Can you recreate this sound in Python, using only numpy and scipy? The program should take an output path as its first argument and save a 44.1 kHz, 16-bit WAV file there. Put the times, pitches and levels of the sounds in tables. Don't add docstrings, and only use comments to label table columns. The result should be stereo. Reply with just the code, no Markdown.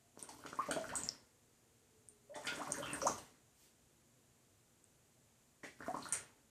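import sys
import numpy as np
from scipy import signal
from scipy.fft import rfft, irfft, next_fast_len
from scipy.io import wavfile

SR = 44100
rng = np.random.default_rng(int(sys.argv[2]) if len(sys.argv) > 2 else 0)


def waveform_to_disk(signal):
    frames = np.transpose(np.atleast_2d(signal))
    scaled = np.clip(frames, -1, 1) * 32767
    samples = np.round(scaled).astype(np.int16)
    wavfile.write(sys.argv[1], SR, samples)


N = 286628

# (time [s], pulse level [dB], room level [dB])
TONGUE_SLAPS = [(0.1745, -40, -11.5), (0.228, -49, 6), (.451, -47.5, 12), (.529, -42, 3.5),
                (.589, -38, -0.5), (0.686, -39.5, 13), (.710, -34.5, 9), (.764, -26.5, -2.5),
                (2.362, -42, 1.5), (2.523, -37, 1.5), (2.579, -39.5, -2), (2.704, -39, -4), (2.781, -42, 8),
                (2.929, -40.5, 8.5), (3.018, -57, 11), (3.096, -35.5, 8), (5.637, -48.5, 14),
                (5.805, -43.5, 6.5), (5.882, -27.5, -9), (5.942, -38.5, 9.5)]
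# (time [s], length [ms], first pitch [Hz], last pitch [Hz], level before shaking [dB])
CAVITIES = [(.588, 28.7, 976, 1423, -31), (.711, 25, 630, 650, -40.5), (.766, 34, 635, 734, -36.5),
            (.808, 44, 636, 682, -43), (0.901, 48, 489, 1590, -43.5), (2.294, 75, 546, 692, -53),
            (2.35, 43, 823, 887, -51.5), (2.586, 40.6, 613, 1590, -39), (2.690, 23, 580, 605, -46),
            (2.779, 40, 521, 630, -44), (3.024, 31.5, 510, 582, -34), (3.043, 34, 560.4, 1325, -30),
            (5.882, 39, 677, 807, -36.5)]
# (time [s], starting pitch [Hz], level [dB], room level [dB])
AIR_BUBBLES = [(.227, 8760, -29.5, -4.5), (.288, 795, -51, 13.5), (0.4386, 1270, -40.5, -8),
               (0.4615, 1290, -36, -6), (.53, 1260, -32.5, -6.5), (.685, 526, -33.5, 10.5),
               (0.71, 1420, -26, -1), (0.7123, 8370, -27.5, 1), (.842, 1380, -32.5, -3),
               (0.892, 1555, -37, 2.5), (.9543, 7890, -36, 20), (1.0348, 7080, -27.5, 4),
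               (1.0892, 5170, -16, -12.5), (2.087, 8800, -38, -4), (2.451, 1560, -38, 1),
               (2.672, 985, -36, 4), (2.7203, 6300, -27, 3.5), (2.7217, 8650, -20, -7.5),
               (2.744, 1600, -37.5, 5.5), (2.785, 8500, -36, -3), (2.83, 1177, -33.5, 2.5),
               (2.858, 1260, -33.5, -4.5), (2.933, 8670, -28, 4), (2.94, 1530, -32, 2),
               (3.0164, 5700, -34.5, 10.5), (3.018, 1200, -28.5, -5), (3.0682, 5980, -23, 7),
               (4.842, 8140, -48, -11), (5.806, 1400, -37, -11), (5.823, 1560, -37, 1),
               (5.863, 1190, -41, 5), (5.944, 984, -32, 3), (5.968, 1020, -35, 2), (6.0241, 4080, -38, 5),
               (6.055, 1240, -36.5, 3), (6.0888, 9000, -36.5, -3), (6.125, 6540, -32, 8),
               (6.1245, 8770, -21, 4.5)]
# (time [s], band centre [Hz], band width [octaves], decay [ms], rms level before the decay [dB])
WET_SMACKS = [(0.1929, 7160, 1.06, 0.29, -31.5), (0.29, 6440, 1.7, 3.2, -47.5),
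              (.462, 3580, .75, 0.97, -41.5), (.612, 2060, 0.24, 37, -59), (0.7101, 3500, 2.2, 1.44, -29.5),
              (.892, 2800, 0.32, 1.4, -42.5), (0.9547, 8100, .25, 1.9, -34), (2.342, 1960, 0.11, 12, -54),
              (2.344, 3450, 0.1, 4, -49.5), (2.352, 7240, 0.43, 28, -57), (2.357, 616, 0.37, 26, -51),
              (2.455, 8300, 0.46, 21, -53), (2.4691, 3180, 0.47, 5.3, -34.5), (2.471, 1500, 0.11, 42, -50),
              (2.825, 3170, 0.088, 12, -45), (2.862, 2650, 0.056, 24, -44), (3.0682, 6720, .19, 3.7, -33.5),
              (3.182, 7160, 4.3, 2.7, -44.5), (5.633, 1990, .27, 16.6, -50), (5.637, 6000, .8, 42, -60),
              (6.122, 1800, 0.37, 22, -46), (6.123, 8300, 0.27, 13, -39)]
# (start [s], end [s], stirring level at start [dB], stirring level at end [dB])
LAPPING_BOUTS = [(0.148, 1.004, -68, -55), (2.395, 3.107, -56, -54), (5.769, 6.132, -64.5, -58)]
# (frequency [Hz], level [dB])
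SLOSH_SPECTRUM = [(90, -4), (200, -7.5), (300, -3), (650, -10), (1200, -1), (1800, -1), (3000, -10.5)]
# (frequency [Hz], level [dB])
PLOP_SPECTRUM = [(400, -2.5), (1100, -1), (1800, -4)]
# (frequency [Hz], level [dB])
SPRAY_SPECTRUM = [(2200, -10.5), (4000, -7.5), (7000, 1), (9000, -6), (11000, -2), (14000, -15.5)]
# (frequency [Hz], 60 dB decay time [s], gain at resonance [dB])
BOWL_MODES = [(63, 0.4, 11), (288, 0.2, 12), (407, 0.14, 3), (522, 0.38, -7), (560, 0.1, -14),
              (660, 0.092, -19), (1070, 0.12, 2.5), (1207, .25, -6), (1700, 0.24, -19)]
# (frequency [Hz], 60 dB decay time [s])
ROOM_DECAY = [(150, 0.44), (500, 0.39), (1400, 0.37), (3700, 0.46), (9700, 0.23)]
# (frequency [Hz], left minus right [dB])
PORT_DIFFERENCE = [(100, -3), (500, -3.5), (1200, -4), (3000, -1), (5400, -2), (6900, 4.5), (7700, 1.5),
                   (8400, -12), (9300, -7.5), (11000, 0)]
# (time [s], pitch [Hz], level [dB])
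WHINE_COURSE = [(0, 700, -85), (1.3, 500, -82.5), (2.25, 410, -76), (3, 357, -115)]
# (frequency [Hz], relative level per Hz [dB])
BACKGROUND_SPECTRUM = [(15, -42), (25, -7.5), (90, -4.5), (121, -1), (202, -12.5), (237, -1.5),
                       (264, -10.5), (344, -9), (1120, -17.5), (5420, -22), (6900, -14.5), (13800, -26.5),
                       (15000, -34.5)]
# (frequency [Hz], left-right correlation [0 to 1])
BACKGROUND_LIKENESS = [(60, 0.22), (240, 0.71), (950, 0.033), (3770, .01)]
# (frequency [Hz], level [dB])
HUM_PARTIALS = [(118.4, -91), (236.9, -88)]

CLOSING_POWER = 2.1
CREST_OPEN, CREST_CLOSED = 0.12, 0.95
GULP_ROOM_DB, SMACK_ROOM_DB = -3, 4
RING_SCALE_MS, RING_POWER = 2.25, 0.5
STIR_S, SETTLE_DB_PER_S = 0.04, 104.5
SLOSH_DB, SPRAY_DB = -4.5, -6.5
DROPLETS_DB, DROPLETS_S = -29.5, 0.0393
PLOPS_DB, PLOPS_PER_S, PLOP_CYCLES = -11.5, 54, 5
SWISH_S, SWISH_HALF_S, SWISH_DB, SWISH_HZ = 3.625, 0.063, -70.5, 6000
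BACKGROUND_DB = -69
EDGE_HZ = 14750


def amp(db):
    return 10 ** (np.asarray(db) / 20)


def unit(x):
    return x / np.sqrt(np.mean(x ** 2) + 1e-20)


def read(points, hz):
    f, value = np.transpose(points)
    return np.interp(np.log(hz + 1), np.log(f + 1), value)


def seconds(length):
    return np.arange(int(length * SR)) / SR


def colour(x, gain_db):
    count = x.shape[-1]
    size = next_fast_len(count + SR // 10)
    gain = amp(gain_db(np.fft.rfftfreq(size, 1 / SR)))
    return irfft(rfft(x, size) * gain, size)[..., :count]


def add(bus, s, sound, room_db):
    part = bus[:, round(s * SR):][:, :len(sound)]
    part += np.outer([1, amp(room_db)], sound[:part.shape[1]])


def slap(push_ms, low_hz):
    u = seconds(0.03) * 1000 / push_ms
    pulse = 2 * u * (2 - u) * np.exp(-u)
    return signal.lfilter(*signal.butter(1, low_hz, "high", fs=SR), pulse)


def gulp(length_ms, first_hz, last_hz, rough=0.26, waver=0.03):
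    u = np.linspace(0, 1, int(length_ms * SR / 1000))
    noise = rng.standard_normal((2, SR // 5))
    tremble = unit(colour(noise, lambda f: -20 * np.log10(1 + (f / 250) ** 2)))
    shake, wobble = tremble[:, :len(u)]
    closes = last_hz > 2 * first_hz
    power, crest = (CLOSING_POWER, CREST_CLOSED) if closes else (1, CREST_OPEN)
    hz = first_hz * (last_hz / first_hz) ** (u ** power) * (1 + waver * wobble)
    swell = np.sin(np.pi * np.interp(u, [0, crest, 1], [0, 0.5, 1]))
    return swell * (1 + rough * shake) * np.sin(2 * np.pi * np.cumsum(hz) / SR)


def bubble(hz, decay_ms, rise=0.061, hold=1.76):
    decay = decay_ms / 1000
    t = seconds(6 * decay)
    climb = rise * np.sqrt(1500 / hz) * t / decay
    turns = hz * t * (1 + climb / 2)
    pinch_off = 1 - np.exp(-turns ** 2 * 2)
    fade = np.exp(-(t / decay / 1.114) ** hold)
    return np.sin(2 * np.pi * turns) * pinch_off * fade


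def smack(hz, octaves, decay_ms, crackle_db=4):
    t = seconds(0.15)
    crackle = rng.standard_normal(len(t)) * amp(crackle_db * rng.standard_normal(len(t)))

    def band_db(f):
        distance = np.log2((f + 1) / hz) / octaves
        return -20 * np.log10((1 + distance ** 2 / 2) * (1 + (f / 11000) ** 6))

    return unit(colour(crackle, band_db)) * np.exp(-t * 1000 / decay_ms)


def swarm(spectrum, per_s, cycles, spread_db, count=30):
    out = np.zeros(N + SR)
    for hz in np.geomspace(spectrum[0][0], spectrum[-1][0], count):
        when, size, chance = rng.random((3, N // 200))
        born = chance < per_s * N / SR / count / len(chance)
        ring = bubble(hz, 1000 * cycles / hz)
        ring *= amp(read(spectrum, hz)) / np.linalg.norm(ring)
        at = (when[born, None] * N).astype(int) + np.arange(len(ring))
        rings = np.outer(amp(spread_db * size[born] ** 2), ring)
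        out += np.bincount(at.ravel(), rings.ravel(), len(out))
    return unit(out[:N])


def churn():
    t, stir = np.arange(N) / SR, np.zeros(N)
    for start, end, first_db, last_db in LAPPING_BOUTS:
        level_db = np.interp(t, [start, end], [first_db, last_db])
        level_db -= SETTLE_DB_PER_S * np.maximum(t - end, 0)
        stir += np.clip((t - start) / STIR_S, 0, 1) * amp(level_db)
    droplets = np.zeros(N)
    for s, *_, db in WET_SMACKS:
        droplets += amp(db + DROPLETS_DB) * (t >= s) * np.exp(-abs(t - s) / DROPLETS_S)
    return stir, stir + droplets


def stirred_water():
    slosh_level, spray_level = churn()
    slosh = amp(SLOSH_DB) * swarm(SLOSH_SPECTRUM, per_s=240, cycles=1.87, spread_db=6.0)
    slosh += amp(PLOPS_DB) * swarm(PLOP_SPECTRUM, PLOPS_PER_S, PLOP_CYCLES, spread_db=7.5)
    spray = amp(SPRAY_DB) * swarm(SPRAY_SPECTRUM, per_s=800, cycles=1.3, spread_db=17)
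    return slosh_level * slosh + spray_level * spray


def swish():
    noise = rng.standard_normal(N)
    hiss = unit(colour(noise, lambda f: -10 * np.log10(1 + np.log2((f + 1) / SWISH_HZ) ** 2)))
    return amp(SWISH_DB) * hiss * np.exp(-((np.arange(N) / SR - SWISH_S) / SWISH_HALF_S) ** 2)


def bowl(x):
    t = seconds(0.5)
    ring = np.zeros(len(t))
    for hz, t60, db in BOWL_MODES:
        peak_norm = 2 * np.log(1000) / t60 / SR
        ring += amp(db - 60 * t / t60) * np.cos(2 * np.pi * hz * t) * peak_norm
    return signal.oaconvolve(x, ring)[:N]


def kitchen(x, near_db=4, near_s=0.066, apart_hz=1700):
    t = seconds(0.7)
    echoes = rng.choice([-1., 1.], (2, len(t))) * (rng.random((2, len(t))) < 0.15)
    hz, at, z = signal.stft(echoes, SR, nperseg=256)
    same = 0.74 * np.exp(-(hz / apart_hz) ** 2)[:, None]
    z[1] = same * z[0] + np.sqrt(1 - same ** 2) * z[1]
    fade = amp(-60 * at / read(ROOM_DECAY, hz)[:, None])
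    tail = signal.istft(z * fade, SR, nperseg=256)[1][:, :len(t)]
    onset = np.clip(t / 0.0007 - 0.5, 0, 1)
    tail *= onset * (1 + amp(near_db) * np.exp(-t / near_s))
    tail /= np.linalg.norm(tail, axis=1, keepdims=True)
    return signal.fftconvolve(x[None], tail, axes=1)[:, :N]


def whine(flutter_hz=12):
    s, hz, db = np.transpose(WHINE_COURSE)
    t = np.arange(N) / SR
    noise = rng.standard_normal(N)
    flutter = unit(colour(noise, lambda f: -20 * np.log10(1 + (f / flutter_hz) ** 2)))
    tone = np.sqrt(2) * np.sin(2 * np.pi * np.cumsum(np.interp(t, s, hz)) / SR)
    return amp(np.interp(t, s, db)) * flutter * tone


def quiet(hum_db=-1):
    a, b = rng.standard_normal((2, N))

    def same(f):
        return np.clip(read(BACKGROUND_LIKENESS, f), 0.01, 0.99)

    right = colour(a, lambda f: 20 * np.log10(same(f)))
    right += colour(b, lambda f: 10 * np.log10(1 - same(f) ** 2))
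    air = unit(colour(np.array([a, right]), lambda f: read(BACKGROUND_SPECTRUM, f)))
    t, hum = np.arange(N) / SR, np.zeros(N)
    for hz, db in HUM_PARTIALS:
        hum += amp(db + hum_db) * np.sqrt(2) * np.sin(2 * np.pi * hz * t)
    return amp(BACKGROUND_DB) * air + hum


def scene():
    bus = np.zeros((2, N))
    for s, db, room_db in TONGUE_SLAPS:
        add(bus, s, amp(db) * slap(push_ms=0.4, low_hz=272), room_db)
    for s, length_ms, first_hz, last_hz, db in CAVITIES:
        add(bus, s, amp(db) * gulp(length_ms, first_hz, last_hz), GULP_ROOM_DB)
    for s, hz, db, room_db in AIR_BUBBLES:
        decay_ms = RING_SCALE_MS * (1000 / hz) ** RING_POWER
        add(bus, s, amp(db) * bubble(hz, decay_ms), room_db)
    for s, hz, octaves, decay_ms, db in WET_SMACKS:
        add(bus, s, amp(db) * smack(hz, octaves, decay_ms), SMACK_ROOM_DB)
    add(bus, 0, stirred_water(), room_db=4.5)
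    add(bus, 0, swish(), room_db=4)
    direct, room_feed = bus
    near = direct + bowl(room_feed)
    ports = np.array([near, np.roll(near, 6)]) + kitchen(room_feed)
    ports = colour(ports, lambda f: np.outer([0.5, -0.5], read(PORT_DIFFERENCE, f)))
    return ports + quiet() + whine()


def record(dry):
    dry = signal.lfilter(*signal.butter(2, 42, "high", fs=SR), dry)
    low_pass = signal.firwin(255, EDGE_HZ, window=("kaiser", 8), fs=SR)
    return signal.oaconvolve(dry, low_pass[None], "same")


dry = scene()
out = record(dry)
waveform_to_disk(out)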